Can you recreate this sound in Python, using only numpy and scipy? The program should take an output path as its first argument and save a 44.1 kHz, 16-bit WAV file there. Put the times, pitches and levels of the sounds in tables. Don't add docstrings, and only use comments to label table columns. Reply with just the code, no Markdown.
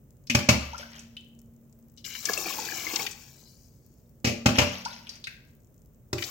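import sys
import numpy as np
from scipy import signal
from scipy.fft import rfft, irfft
from scipy.io import wavfile

SR = 44100
rng = np.random.default_rng(int(sys.argv[2]) if len(sys.argv) > 2 else 0)


def log_audio(samples):
    frames = np.atleast_2d(samples).T
    limited = np.clip(frames, -1, 1)
    pcm = np.round(limited * 32767).astype(np.int16)
    wavfile.write(sys.argv[1], SR, pcm)


N = 277830
TIME = np.arange(N) / SR
BRIEF = TIME[:SR // 2]

# (start t/s, full flow t/s, stop t/s, level/dB)
POUR_TIMES = [(2.046, 2.214, 3.03, 0), (6.18, 6.201, 6.4, -4.5)]
# (f/Hz, level per Hz/dB)
SPLASH_COLOUR = [(94, -40.5), (160, -5), (280, -8), (333, -1.5), (605, -9.5), (777, -3), (1440, -10),
                 (1680, -4), (1850, -14), (2240, -4), (3700, -8.5), (5230, -2), (7260, -2), (8800, -14.5),
                 (16000, -3.5)]


def from_db(db):
    return 10 ** (np.asarray(db) / 20)


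def rms(x):
    return np.sqrt(np.mean(x ** 2) + 1e-20)


def at_hz(points, hz):
    f, value = np.transpose(points)
    return np.interp(np.log(hz + 1e-3), np.log(f), value)


def since(s):
    return np.maximum(TIME - s, 0)


def add(out, s, sound):
    i = int(s * SR)
    out[..., i:i + sound.shape[-1]] += sound[..., :N - i]


def at_level(x, db):
    return x * from_db(db) / rms(x[..., :SR // 50])


def band(x, low_hz, high_hz, order=2):
    edges = [low_hz, min(high_hz, 0.45 * SR)]
    return signal.sosfilt(signal.butter(order, edges, "band", fs=SR, output="sos"), x + 1e-18)


def colour(x, points, size=4096):
    spectrum = from_db(at_hz(points, np.fft.rfftfreq(size, 1 / SR)))
    cepstrum = irfft(np.log(spectrum))
    one_sided = np.r_[cepstrum[0], 2 * cepstrum[1:size // 2]]
    response = irfft(np.exp(rfft(one_sided, size)))
    return signal.oaconvolve(np.atleast_2d(x), response[None], axes=1)[:, :x.shape[-1]]


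def place(x, pan):
    ears = []
    for ear, half in zip(x, (0.5, -0.5)):
        ears.append(colour(ear, [(hz, half * db) for hz, db in pan]))
    return np.vstack(ears)


def left_late(x, lag_s):
    return np.array([np.interp(TIME - lag_s, TIME, x[0]), x[1]])


def stereo_noise(size, alike):
    alike = np.clip(alike, 0, 1)
    shared = np.sqrt(alike) * rng.standard_normal(size)
    return shared + np.sqrt(1 - alike) * rng.standard_normal((2, size))


def drift(rate):
    return np.interp(TIME * rate, np.arange(2000), rng.standard_normal(2000))


def struck(modes, t):
    out = 0
    for hz, db, t60 in modes:
        out = out + from_db(db + rng.normal(0, 1) - 60 * t / t60) * np.sin(2 * np.pi * hz * t)
    return out


def grains(per_s, spread_db, cycles, low_hz, high_hz, count=20):
    out = np.zeros((2, N))
    born = np.flatnonzero(rng.random(N) < per_s * from_db(3 * drift(40)) / SR)
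    sizes = from_db(spread_db * np.minimum(rng.exponential(1, N), 4)) * rng.choice([-1, 1], N)
    ears = 1 + 0.57 * rng.standard_normal((2, N))
    dealt = rng.integers(0, count, N)
    for k, hz in enumerate(np.geomspace(low_hz, high_hz, count)):
        at = born[dealt[born] == k]
        clicks = np.full((2, N), 1e-18)
        clicks[:, at] = sizes[at] * ears[:, at]
        r = from_db(-60 * hz / (cycles * SR))
        w = 2 * np.pi * hz / SR
        rings = signal.lfilter([1, 0, -1], [1, -2 * r * np.cos(w), r * r], clicks)
        out += np.sqrt(hz) * rings / rms(rings)
    return out


def bubbles(rows, swell_s):
    out, t = np.zeros((2, N)), TIME[:SR // 6]
    for s, db, hz, t60, climb in rows:
        pitch = hz * (1 + climb * np.minimum(t / t60, 1))
        shape = (1 - np.exp(-t / swell_s)) * from_db(-60 * t / t60)
        ring = np.sin(2 * np.pi * np.cumsum(pitch) / SR)
        add(out, s, from_db(db) * shape / shape.max() * ring)
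    return out


def blips(loudness, low_hz, high_hz, cycles, spread_db, count):
    chance = np.sqrt(loudness)
    at = rng.choice(N, count, p=chance / chance.sum())
    size, strength, climb = rng.random((3, count))
    hz = low_hz * (high_hz / low_hz) ** size
    db = 20 * np.log10(loudness[at]) - spread_db * strength
    return bubbles(zip(at / SR, db, hz, cycles / hz, climb / 10), swell_s=0.00037)


def splats(rows, width, skirt_db):
    out = np.zeros((2, N))
    for s, db, hz, decay in rows:
        spray = stereo_noise(len(BRIEF), 0.29) * np.exp(-BRIEF / decay)
        centre = band(spray, hz / (1 + width), hz * (1 + width))
        skirt = from_db(skirt_db) * band(spray, 3000, 4400, order=1)
        add(out, s, at_level(centre + skirt, db))
    return out


def background():
    # (f/Hz, level per Hz/dB)
    floor = [(15, -46), (25, -26.5), (44, -4), (92, -7), (130, -1.5), (200, -12.5), (229, -6), (263, -15),
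             (344, -18), (607, -21.5), (734, -31.5), (4490, -49.5), (6380, -40.5), (11300, -46.5),
             (16000, -31.5)]
    # (f/Hz, likeness from 0 to 1)
    likeness = [(100, 0.9), (400, 0.77), (1000, 0.18), (3000, 0.066), (15000, .1)]
    parts = []
    for sign in (1, -1):
        curve = [(hz, 10 * np.log10(max(1 + sign * alike, 1e-3))) for hz, alike in likeness]
        parts.append(colour(rng.standard_normal(N), curve))
    mid, side = parts
    noise = colour(mid + side * [[1], [-1]], floor)
    return from_db(-56) * noise / rms(noise.mean(0))


def soaking():
    ticking_db, submerged_db = -73.5, -1.5
    _, _, covered, _ = POUR_TIMES[0]
    ticks = grains(per_s=57, spread_db=4.5, cycles=9.6, low_hz=7220, high_hz=15000, count=8)
    ticks = colour(ticks, SPLASH_COLOUR)
    return from_db(ticking_db + submerged_db * (TIME > covered)) * ticks / rms(ticks)


def pot_walls(x, t60, echo_db, count=4):
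    t, out = TIME[:SR // 8], x
    shares = np.array([drift(9) for _ in range(count)])
    for share in shares / np.sqrt(np.sum(shares ** 2, axis=0)):
        echoes = stereo_noise(len(t), 0.24) * from_db(-60 * t / t60) * (t > 0.0006)
        echoes = band(echoes / np.sqrt(np.sum(echoes[0] ** 2)), 1200, 6700, order=1)
        out = out + from_db(echo_db) * signal.oaconvolve(share * x, echoes, axes=1)[:, :N]
    return out


def kitchen(x):
    # (f/Hz, t60/s)
    room_t60 = [(100, 0.45), (300, 0.38), (1000, 0.56), (3000, 0.5), (7000, 0.42), (15000, 0.23)]
    # (f/Hz, level/dB)
    room_gain = [(60, -14), (250, 1), (600, -3), (1500, -6.5), (3000, -4.5), (7000, -6), (15000, 1.5)]
    t, response = TIME[:SR], 0
    edges = 50 * 2 ** np.arange(0, 9, 0.6)
    white = rng.standard_normal((2, 3, SR))
    for k, (low, high) in enumerate(zip(edges, edges[1:])):
        hz = np.sqrt(low * high)
        shared = 1 / (1 + (hz / 700) ** 2)
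        noise = np.sqrt(shared) * white[k % 2, 0] + np.sqrt(1 - shared) * white[k % 2, 1:]
        fade = from_db(at_hz(room_gain, hz) - 60 * t / at_hz(room_t60, hz))
        response = response + band(noise, low, high) * fade
    response = response * (1 - np.exp(-t / 0.002)) / np.sqrt(SR / 25)
    return signal.fftconvolve(x, response, axes=1)[:, :N]


def rocking():
    # (t/s, level/dB, fade/dB per s, length/s)
    sloshes = [(0.608, -37, 13, 0.35), (4.554, -26.5, 39, 0.87)]
    period_s, depth_db, settle_db_per_s = 0.188, 7.5, 97
    out = 0
    for s, db, fade, length in sloshes:
        trough = np.sin(np.pi * since(s) / period_s) ** 2
        level_db = db - fade * since(s) - depth_db * trough - settle_db_per_s * since(s + length)
        out = out + (TIME > s) * from_db(level_db)
    return out


def jug():
    # (f/Hz, level per Hz/dB)
    slosh_colour = [(240, -49.5), (400, -17.5), (616, -10.5), (765, -16), (921, -15.5), (1110, -15.5),
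                    (2930, -9.5), (3640, -15), (5780, -10), (8500, -35), (16000, -24)]
    # (t/s, peak level/dB, starting f/Hz)
    glug_rows = [(0.732, -27.5, 840), (0.744, -28.5, 1280), (.795, -35.5, 517), (.828, -33, 1445),
                 (1.168, -29.5, 2936), (4.858, -21.5, 839), (4.86, -27, 1366), (5.272, -30, 1507)]
    # (t/s, level/dB, centre f/Hz)
    lap_rows = [(0.271, -33.5, 4860), (0.7795, -29, 5620), (.992, -31.5, 6140), (1.1668, -30.5, 3170),
                (4.8509, -19.5, 4900), (5.069, -32.5, 2870), (5.0923, -23, 4820), (5.1543, -36, 5400),
                (5.241, -23, 4100), (5.2706, -22, 2340)]
    glug_t60_s, glug_climb_hz, lap_decay_s = 0.0463, 630, 0.0074
    wash = grains(per_s=2600, spread_db=-1.0, cycles=20, low_hz=550, high_hz=14050, count=24)
    wash = colour(wash, slosh_colour)
    wash = from_db(-6.0) * rocking() * wash / rms(wash)
    glugs = bubbles([(s, db, hz, glug_t60_s, glug_climb_hz / hz) for s, db, hz in glug_rows], swell_s=0.0032)
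    laps = splats([(s, db, hz, lap_decay_s) for s, db, hz in lap_rows], width=0.19, skirt_db=-9.5)
    return wash + from_db(-6) * glugs + from_db(-16.0) * laps


def knocks():
    # (t/s, thump
    # level/dB, boom level/dB, boom f/Hz, clack level/dB, crack level/dB, snap level/dB, contact decay/s,
    # rebound delay/s, rebound level/dB relative to the blow)
    jug_blows = [(0.2975, -33.5, -32, 233, -41, -20, -25, 0.011, .02, -20.5),
                 (0.3479, -15, -24.5, 234.5, -24, -16, -18, 0.0076, 0.039, -11),
                 (.4873, -14, -18, 226.5, -19, -11.5, -13.5, .011, .039, -13),
                 (4.2441, -23.5, -26, 241, -29.5, -22, -24, 0.027, 0.025, -1.5),
                 (4.4581, -13.5, -17.5, 233, -20.5, -16, -18.5, 0.011, .029, -9),
                 (4.5832, -16.5, -24.5, 246, -20.5, -13, -17.5, 0.014, 0.032, -6.5),
                 (6.1292, -25, -31.5, 367.6, -32.5, -30.5, -28.5, 0.0042, 0.044, -19.5)]
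    # (f/Hz, level/dB, t60/s)
    thump = [(71, -7, 0.2), (89, -0.5, 0.25), (116.4, 4.5, 0.25), (155, -10.5, 0.081)]
    # (multiple of the boom f, level/dB, t60/s)
    boom = [(.82, -11, .22), (.96, -2, .12), (1.05, 0, .12), (1.45, -13, .07)]
    # (f/Hz, level/dB, t60/s)
    wall_modes = [(393, -11.5, 0.071), (525, -12.5, 0.078), (579, -5.5, 0.27), (610.3, -4, 0.15),
                  (812, -6, 0.12), (964, -16, 0.078), (1182, -5.5, 0.13), (1333, -13.5, .1),
                  (1455, -13, .09), (1650, -11, 0.096)]
    # (f/Hz, level per Hz/dB)
    crack_colour = [(1500, -9), (2200, 3), (2700, 7.5), (3800, 4), (5500, 3), (7200, -3), (8800, -20),
                    (14000, -16.5), (16000, -19)]
    clack_cycles = 17
    rebound_softer_db = -2.5
    out = np.zeros((2, N))
    heave = 1 - np.exp(-BRIEF / 0.00097)
    for (s, thump_db, boom_db, boom_hz, clack_db, crack_db, snap_db,
         decay, rebound_s, rebound_db) in jug_blows:
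        clack_top_hz = np.clip(clack_cycles / decay, 600, 1800)
        blows = ((s, 0, 0), (s + rebound_s, rebound_db, rebound_softer_db))
        for at, blow_db, soft_db in blows:
            contact = stereo_noise(len(BRIEF), 0.25) * (1 - np.exp(-BRIEF / 0.002)) * np.exp(-BRIEF / decay)
            crackle = colour(contact, crack_colour)
            belly = struck([(ratio * boom_hz, db, t60) for ratio, db, t60 in boom], BRIEF)
            body = at_level(heave * struck(thump, BRIEF), thump_db - 7.5)
            body = body - at_level(heave * belly, boom_db - 2.5)
            detuned = [(hz * (1 + 0.0096 * rng.normal()), db, t60) for hz, db, t60 in wall_modes]
            clack = at_level(struck(detuned, BRIEF), clack_db - 7.0)
            clack = clack + at_level(band(contact, 320, clack_top_hz), clack_db - 3.5)
            crack = at_level(band(crackle, 1800, 3300), crack_db - 4.0)
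            crack = crack + at_level(band(crackle, 4000, 0.45 * SR), snap_db - 2.5)
            add(out, at, from_db(blow_db) * (clack + from_db(soft_db) * crack))
            add(out, at + 0.00081, from_db(blow_db) * band(body, 52, 900, order=3))
    return out


def hums():
    # (t/s, f/Hz, level/dB, t60/s)
    hum_rows = [(0.299, 232.6, -22.5, .3), (.495, 72, -25, 0.72), (0.496, 116.4, -19.5, .25),
                (.79, 230.6, -49, 8), (4.251, 231.4, -33.5, 2), (4.25, 434, -40, 0.62),
                (4.585, 188.6, -36.5, 1), (4.587, 117.7, -28.5, .53)]
    swell_cycles = 3
    out = np.zeros((2, N))
    for s, hz, db, t60 in hum_rows:
        swell = 1 - np.exp(-TIME * hz / swell_cycles)
        add(out, s, swell * struck([(hz, db, t60)], TIME))
    return out


def pot_air(x):
    # (f/Hz, width/Hz, level at the peak/dB)
    resonances = [(340, 47, 2), (777, 34, 0.5), (990, 66, 0), (1660, 100, -1), (2270, 120, 2.5)]
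    out = x
    for hz, width, db in resonances:
        out = out + (from_db(db) - 1) * signal.lfilter(*signal.iirpeak(hz, hz / width, SR), x)
    return out


def stream(thin_db, full_db, runoff_db, fade, gulp_share):
    # (t/s, surge level/dB)
    gulps = [(2.297, 11.5), (2.376, 7), (2.464, 11), (2.586, 9.5), (2.719, 7.5), (2.871, 5), (2.936, 7),
             (2.993, 10)]
    gulp_rise_s, gulp_fall_s = 0.008, 0.04
    attack_s, opens_s, release_db_per_s = 0.0034, 0.04, 140
    surge_db = 0
    for s, db in gulps:
        rise = np.minimum(since(s - gulp_rise_s) / gulp_rise_s, 1)
        surge_db = surge_db + db * rise * np.exp(-since(s) / gulp_fall_s)
    wobble_db = 1.5 * drift(35)
    out = 0
    for start, full, stop, db in POUR_TIMES:
        opened = np.minimum(since(full) / opens_s, 1)
        flow_db = thin_db + (full_db - thin_db) * opened + gulp_share * surge_db + wobble_db
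        falling = from_db(flow_db - release_db_per_s * since(stop))
        runoff = opened * from_db(runoff_db - fade * since(stop))
        attack = np.minimum(since(start) / attack_s, 1)
        out = out + from_db(db) * attack * np.maximum(falling, runoff)
    return out


def pour():
    # (t/s, peak level/dB, starting f/Hz)
    plop_rows = [(2.288, -20, 1632), (2.296, -25.5, 424), (2.373, -28, 2590), (2.38, -30.5, 550),
                 (2.457, -32, 2357), (2.504, -33, 1080), (2.588, -29.5, 854), (2.686, -32, 1660),
                 (2.72, -31, 1660), (2.866, -30, 2085), (2.966, -27.5, 2086), (2.996, -25, 2190)]
    # (t/s, level/dB, centre f/Hz)
    slap_rows = [(1.974, -42, 4580), (2.0427, -32.5, 3900), (2.1511, -27.5, 2360), (2.254, -16, 5650),
                 (2.3334, -19, 5400), (2.3767, -24, 7430), (2.6504, -29, 5030), (2.9589, -16.5, 4840),
                 (3.0651, -21, 2560), (3.111, -32, 6100), (6.1814, -28.5, 2460), (6.223, -20.5, 2470),
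                 (6.2386, -24.5, 4660)]
    # (thin stream level/dB, full flow level/dB, running off level/dB,
    # run-off fade/dB per s, share of each gulp)
    gurgle_voice = (-68, -47.5, -55.5, 43.5, 1.0)
    splash_voice = (-49, -45, -53, 55, 0.05)
    spray_voice = (-44, -40.5, -51.5, 27.5, 0.41)
    plop_t60_s, plop_climb = 0.032, 0.11
    slap_decay_s, typical_db, halves_db = 0.0046, -17.5, 10.5

    gurgle = pot_air(grains(per_s=1000, spread_db=0.5, cycles=10.0, low_hz=187, high_hz=1310, count=14))
    splash = pot_air(grains(per_s=1300, spread_db=0.0, cycles=14.8, low_hz=1460, high_hz=3690, count=14))
    spray = grains(per_s=7000, spread_db=2.5, cycles=21, low_hz=4100, high_hz=15800, count=18)
    plops = bubbles([(s, db, hz, plop_t60_s, plop_climb) for s, db, hz in plop_rows], swell_s=0.0016)
    timed_slaps = [(s, db, hz, slap_decay_s * 2 ** ((typical_db - db) / halves_db)) for s, db, hz in slap_rows]
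    slaps = splats(timed_slaps, width=0.31, skirt_db=-4.0)
    out = from_db(-0.5) * plops + from_db(-12.5) * slaps

    gurgling, splashing, spraying = stream(*gurgle_voice), stream(*splash_voice), stream(*spray_voice)
    for layer, gain in ((gurgle, gurgling), (splash, splashing), (spray, spraying)):
        layer = colour(layer, SPLASH_COLOUR)
        out += gain * layer / rms(layer.mean(0))
    out += blips(from_db(4.0) * gurgling, low_hz=373, high_hz=1395, cycles=13, spread_db=8, count=70)
    out += blips(from_db(2.0) * splashing, low_hz=890, high_hz=4070, cycles=31, spread_db=13.5, count=90)
    out += blips(from_db(5.5) * spraying, low_hz=3670, high_hz=7070, cycles=55, spread_db=14, count=170)
    return out


def fizz(count=700):
    length_s, crest_s = 0.67, 0.44
    crest_db, fade_db_per_s = -53, 38
    start_hz, octaves_per_s, highest_hz = 2680, 1.4, 15000
    _, _, stop, _ = POUR_TIMES[0]
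    age, size, loud = rng.random((count, 3)).T
    age = age * length_s
    lowest_hz = np.minimum(start_hz * 2 ** (octaves_per_s * age), highest_hz)
    hz = lowest_hz * (highest_hz / lowest_hz) ** (size ** 2)
    level = crest_db - fade_db_per_s * np.abs(age - crest_s) - 16 * loud
    return bubbles(zip(stop + age, level, hz, 45 / hz, 0.039 * size), swell_s=0.00038)


def scene():
    # (f/Hz, left minus right level/dB)
    counter_pan = [(100, -2), (500, 1), (1000, 2.5), (1700, 8), (2600, 5), (4000, 3), (6500, 3.5),
                   (9300, -8.5), (13000, -0.5)]
    # (f/Hz, left minus right level/dB)
    pot_pan = [(300, -1), (600, 0.5), (1100, 6), (2500, 9), (4000, 8.5), (6000, 11.5), (8000, 10),
               (9500, -4), (12000, 6), (15000, 13.5)]
    far = knocks() + jug()
    near = from_db(-2.0) * pot_walls(pour() + fizz() + soaking(), t60=0.018, echo_db=-0.5)
    counter = place(left_late(far, lag_s=0.0003) + from_db(0.5) * kitchen(far), counter_pan)
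    pot = place(near + from_db(-6.5) * kitchen(near), pot_pan)
    return counter + pot + hums() + background()


def record(dry):
    return signal.sosfilt(signal.ellip(12, 0.1, 80, 16000, fs=SR, output="sos"), dry)


dry = scene()
out = record(dry)
log_audio(out)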